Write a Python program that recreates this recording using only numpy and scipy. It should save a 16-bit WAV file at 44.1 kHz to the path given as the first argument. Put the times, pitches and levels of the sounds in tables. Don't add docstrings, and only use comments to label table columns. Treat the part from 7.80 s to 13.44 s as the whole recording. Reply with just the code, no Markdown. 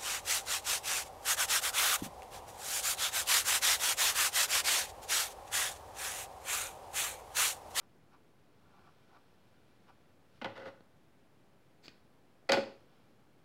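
import sys
import numpy as np
from scipy import signal
from scipy.io import wavfile

SR = 44100
rng = np.random.default_rng(int(sys.argv[2]) if len(sys.argv) > 2 else 0)


def bounce(signal):
    frames = np.transpose(np.atleast_2d(signal))
    limited = np.clip(frames, -1, 1)
    pcm = np.round(limited * 32767).astype(np.int16)
    wavfile.write(sys.argv[1], SR, pcm)


N = 248749
TIME = np.arange(N) / SR
EDGES = 22 * 2 ** (np.arange(30) / 3)
CENTRES, WIDTHS = np.sqrt(EDGES[1:] * EDGES[:-1]), np.diff(EDGES)

# (frequency [Hz], density [dB])
AIR_COLOUR = [(15, -39), (25, -13.5), (33, -21.5), (82, -2.5), (144, -1), (169, -2), (267, -3.5),
              (582, -8.5), (631, -10), (684, -8.5), (1170, -17), (1340, -16), (6550, -32.5), (15500, -36.5)]
# (frequency [Hz], t60 [s])
ROOM_DECAY = [(100, 0.38), (500, 0.55), (1500, 0.37), (5000, 0.39), (12000, 0.27)]
# (peak time [s], level [dB], half-length [s])
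YARN_SLIDES = [(1.12, -78.5, 0.28), (1.8, -80.5, 0.48), (2.57, -76.5, .06), (5.13, -79, 0.16)]
HOOK_PULLS = [(.015, -71, .02), (.342, -64, 0.018), (.97, -72, 0.13), (1.083, -68.5, 0.022),
              (1.32, -68, 0.024), (1.36, -63, 0.017), (2.092, -60.5, .013)]
DRAG_SHOVES = [(2.772, -49, 0.014), (2.808, -54, 0.025), (2.87, -49.5, 0.016)]
SHEAR_STROKES = [(4.055, -61.5, 0.015)]
# (frequency [Hz], density [dB])
YARN_TONE = [(500, -6.5), (1400, 2.5), (2000, -1), (3200, 2.5), (5200, -4), (6500, -15.5), (15000, -20)]
HOOK_TONE = [(300, 1), (600, -12), (810, 10), (1100, 0.5), (1400, 7), (1800, -14), (2400, -6.5),
             (3400, -15), (5300, -15), (6500, -41), (14000, -33)]
DRAG_TONE = [(50, -24), (110, -5.5), (250, 0), (550, 3.5), (1000, -3), (1450, -4), (2000, -11),
             (2900, -13.5), (4500, -15.5), (6500, -33), (15000, -47)]
SHEAR_TONE = [(60, -18), (600, 3), (1200, -12), (1700, 2), (3300, -3), (4900, 2.5), (6200, -6), (7600, -10),
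              (9000, -21), (13500, -25), (15500, -14)]
# (frequency [Hz], density [dB])
PLASTIC_TONE = [(50, -20.5), (110, -5.5), (170, -5), (230, 4), (380, -3.5), (800, 4.5), (1400, -5),
                (2500, -4), (4600, -12.5), (6500, -39), (15500, -49.5)]
STEEL_TONE = [(50, -34.5), (110, -12.5), (170, -15.5), (220, -3), (450, 7.5), (800, -2), (1050, -0.5),
              (1450, -1.5), (2500, 0.5), (3600, -9.5), (4900, -5.5), (5900, -20), (7500, -20.5),
              (9000, -25.5), (15500, -38.5)]
CLICK_TONE = [(60, -5), (200, 4), (600, -9), (1200, -10), (1700, 4.5), (3300, -1), (4800, -1), (6200, -13),
              (7600, -15), (9000, -27), (15500, -30)]
# (frequency [Hz], width [Hz], gain [dB])
HOOK_PEAKS = [(790, 77, 1.5), (996, 31, 7), (1163, 12, 11), (1266, 70, -10), (1355, 88, 8), (1494, 32, 8.5),
              (2363, 36, 9)]
HANDLE_PEAKS = [(112.4, 14, 10.5), (527, 18, 12), (750, 148, -5), (860, 76, 6), (1470, 120, 10.5),
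                (1608, 75, -19.5), (2007, 85, 10), (2290, 200, -3.5), (2620, 90, 3), (2930, 200, 5)]
BLADE_PEAKS = [(820, 97, 4), (1264, 63, 5), (1466, 61, 7), (1630, 50, -3.5), (1860, 96, 3.5), (2270, 28, 2),
               (2450, 25, 8), (2497, 16, 4.5), (3330, 39, 8), (3520, 22, 6), (4500, 540, 7.5),
               (5180, 110, 3), (5580, 560, -10.5), (6670, 110, 5), (7670, 130, 4.5), (7450, 100, 6.5),
               (8750, 400, -15.5)]
# (frequency [Hz], gain [dB], t60 [s])
TABLE_MODES = [(113, -29, 0.13), (215.3, -14, 0.32), (236.3, -12, 0.41), (274.5, -13.5, 0.13),
               (322, -18.5, 0.15), (374, -13, 0.17), (430, -16.5, 0.35), (484, -16, 0.16), (527.5, 1, 0.24),
               (551.3, 0.5, 0.28), (628, -11, 0.12), (720, -3, 0.12), (735, -6, 0.089),
               (794.3, -12.5, 0.26), (852, -15, 0.272), (1432, -8.5, 0.092)]
# (time [s], level [dB], tilt [dB/octave], t60 [s], thud [dB])
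HAND_CLICKS = [(3.007, -57, -4, 0.0058, -45), (4.0558, -62, 1, 0.0074, -48),
               (4.0806, -42.5, -1, 0.015, -41), (4.091, -62.5, 7, .008, -70)]
# (time [s], level [dB], tilt [dB/octave], t60 [s], push on the table [dB])
TABLE_HITS = [(2.6141, -38.5, -3, 0.029, -51), (2.619, -37, 1.5, 0.014, -54),
              (2.6442, -31.5, -0.5, 0.03, -44.5), (2.6556, -39.5, -4, 0.043, -43),
              (4.6903, -29.5, -2.5, 0.031, -36.5), (4.694, -21.5, -1.5, 0.023, -28),
              (4.7195, -18.5, 2.5, .022, -26), (4.7333, -27, -2, 0.076, -32.5),
              (4.77, -31.5, -6.5, 0.033, -32.5)]


def from_db(db):
    return 10 ** (np.asarray(db) / 20)


def at_hz(points, hz):
    known, values = np.transpose(points)
    return np.interp(np.log(hz), np.log(known), values)


def band_gains(colour):
    gains = from_db(at_hz(colour, CENTRES))
    return gains / np.sqrt(np.sum(gains ** 2 * WIDTHS) / (SR / 2))


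def noise_bands(envelopes):
    out = np.zeros(N)
    white = rng.standard_normal(size=(3, N))
    for k, envelope in enumerate(envelopes):
        sos = signal.butter(2, [EDGES[k], EDGES[k + 1]], "band", fs=SR, output="sos")
        out += signal.sosfilt(sos, envelope * white[k % len(white)] + 1e-18)
    return out


def linger(power, t60):
    pole = from_db(-120 / (t60 * SR))
    return signal.lfilter([1 - pole], [1, -pole], power + 1e-24)


def in_room(powers, wet_db, build_s=.027):
    wet = from_db(wet_db) ** 2
    return noise_bands(np.sqrt(power + wet * linger(linger(power, build_s), t60))
                       for power, t60 in zip(powers, at_hz(ROOM_DECAY, CENTRES)))


def resonate(x, peaks):
    for hz, width_hz, db in peaks:
        b, a = signal.iirpeak(hz, hz / width_hz, fs=SR)
        x = x + (from_db(db) - 1) * signal.lfilter(b, a, x)
    return x


def ring(force, hz, t60):
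    radius, angle = from_db(-60 / (t60 * SR)), 2 * np.pi * hz / SR
    return signal.lfilter([.5, 0, -.5], [1, -2 * radius * np.cos(angle), radius ** 2], force + 1e-18)


def strokes(rows, shape=2.2):
    return np.sqrt(sum(from_db(db) ** 2 * np.exp(-np.abs((TIME - s) / half_s) ** shape)
                       for s, db, half_s in rows))


def friction(level, colour, slips_per_s, spread_db, slip_t60):
    slipping = rng.random(N) < slips_per_s / SR
    slips = slipping * from_db(spread_db * rng.standard_normal(N).clip(-2, 2)) ** 2
    grain = linger(slips / slips.mean(), slip_t60)
    return np.outer(band_gains(colour) ** 2, grain * level ** 2)


def cracks(rows, colour, shares, pivot_hz=1500):
    powers, age = np.zeros((len(CENTRES), N)), TIME[:SR // 10]
    octaves = np.log2(CENTRES / pivot_hz).clip(-2, 2)
    for (s, db, tilt_db, t60, _), share in zip(rows, shares):
        gains = band_gains(colour) * from_db(db + tilt_db * octaves)
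        fade = from_db(-60 * age / t60)
        start = round(s * SR)
        powers[:, start:start + len(age)] += share * np.outer(gains, fade) ** 2
    return powers


def room_tone(level_db=-67):
    return from_db(level_db) * noise_bands(band_gains(AIR_COLOUR))


def hook_and_yarn(rest_db=-86):
    rasp = friction(strokes(HOOK_PULLS), HOOK_TONE, slips_per_s=1000, spread_db=3.5, slip_t60=.0082)
    yarn_level = np.hypot(strokes(YARN_SLIDES), from_db(rest_db))
    hiss = friction(yarn_level, YARN_TONE, slips_per_s=2500, spread_db=1.5, slip_t60=.012)
    return resonate(in_room(rasp + hiss, wet_db=-15), HOOK_PEAKS)


def bounces(touches=3, gap_s=.0104, shrink=.85, loss_db=12, push_loss_db=9.5):
    delays = np.cumsum([0] + [gap_s * shrink ** k for k in range(touches - 1)])
    return [(s + delay, db - k * loss_db, tilt_db, t60, push_db - k * push_loss_db)
            for s, db, tilt_db, t60, push_db in TABLE_HITS for k, delay in enumerate(delays)]


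def rocking(taps=4, start_s=4.781, gap_s=.023, db=-43, push_db=-42.5, loss_db=9.5, tilt_db=-2.5, t60=.05):
    return [(start_s + k * gap_s, db - k * loss_db, tilt_db, t60, push_db - k * loss_db)
            for k in range(taps)]


def hand_thuds(hz=267, t60=.011, cutoff_hz=1700):
    force = np.zeros(N)
    for s, *_, thud_db in HAND_CLICKS:
        force[round(s * SR)] += from_db(thud_db)
    grip = signal.butter(4, cutoff_hz, fs=SR, output="sos")
    return signal.sosfilt(grip, ring(force, hz, t60))


def tabletop(contacts, drag_db=-31.5):
    force = from_db(drag_db) * strokes(DRAG_SHOVES) * rng.standard_normal(N)
    for s, *_, push_db in contacts:
        force[round(s * SR)] += from_db(push_db)
    return sum((-1) ** k * from_db(db) * ring(force, hz, t60)
               for k, (hz, db, t60) in enumerate(TABLE_MODES))


def handles(contacts, plastic_share, cushion_s=.0064):
    drag = friction(strokes(DRAG_SHOVES), DRAG_TONE, slips_per_s=1200, spread_db=3, slip_t60=.008)
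    knocks = linger(cracks(contacts, PLASTIC_TONE, plastic_share), cushion_s)
    return resonate(in_room(knocks + drag, wet_db=-6.5), HANDLE_PEAKS)


def blades(contacts, steel_share):
    shear = friction(strokes(SHEAR_STROKES), SHEAR_TONE, slips_per_s=3000, spread_db=2.5, slip_t60=.005)
    clicks = cracks(HAND_CLICKS, CLICK_TONE, np.ones(len(HAND_CLICKS)))
    clatter = cracks(contacts, STEEL_TONE, steel_share)
    return resonate(in_room(shear + clicks + clatter, wet_db=-8), BLADE_PEAKS)


def scene(let_go_s=4.6, held_steel=.043, dropped_steel=.86):
    bed = room_tone()
    contacts = np.array(bounces() + rocking())
    steel_share = np.where(contacts[:, 0] < let_go_s, held_steel, dropped_steel)
    scissors = handles(contacts, 1 - steel_share) + blades(contacts, steel_share) + hand_thuds()
    return (scissors + tabletop(contacts) + hook_and_yarn() + bed)[None]


def record(dry):
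    whine_hz, whine_db, cutoff_hz, offset = 10900, -94.5, 15800, -.0005
    whine = from_db(whine_db) * np.sin(2 * np.pi * whine_hz * TIME)
    low_pass = signal.ellip(10, .1, 80, cutoff_hz, fs=SR, output="sos")
    return signal.sosfilt(low_pass, dry + whine) + offset


dry = scene()
out = record(dry)
bounce(out)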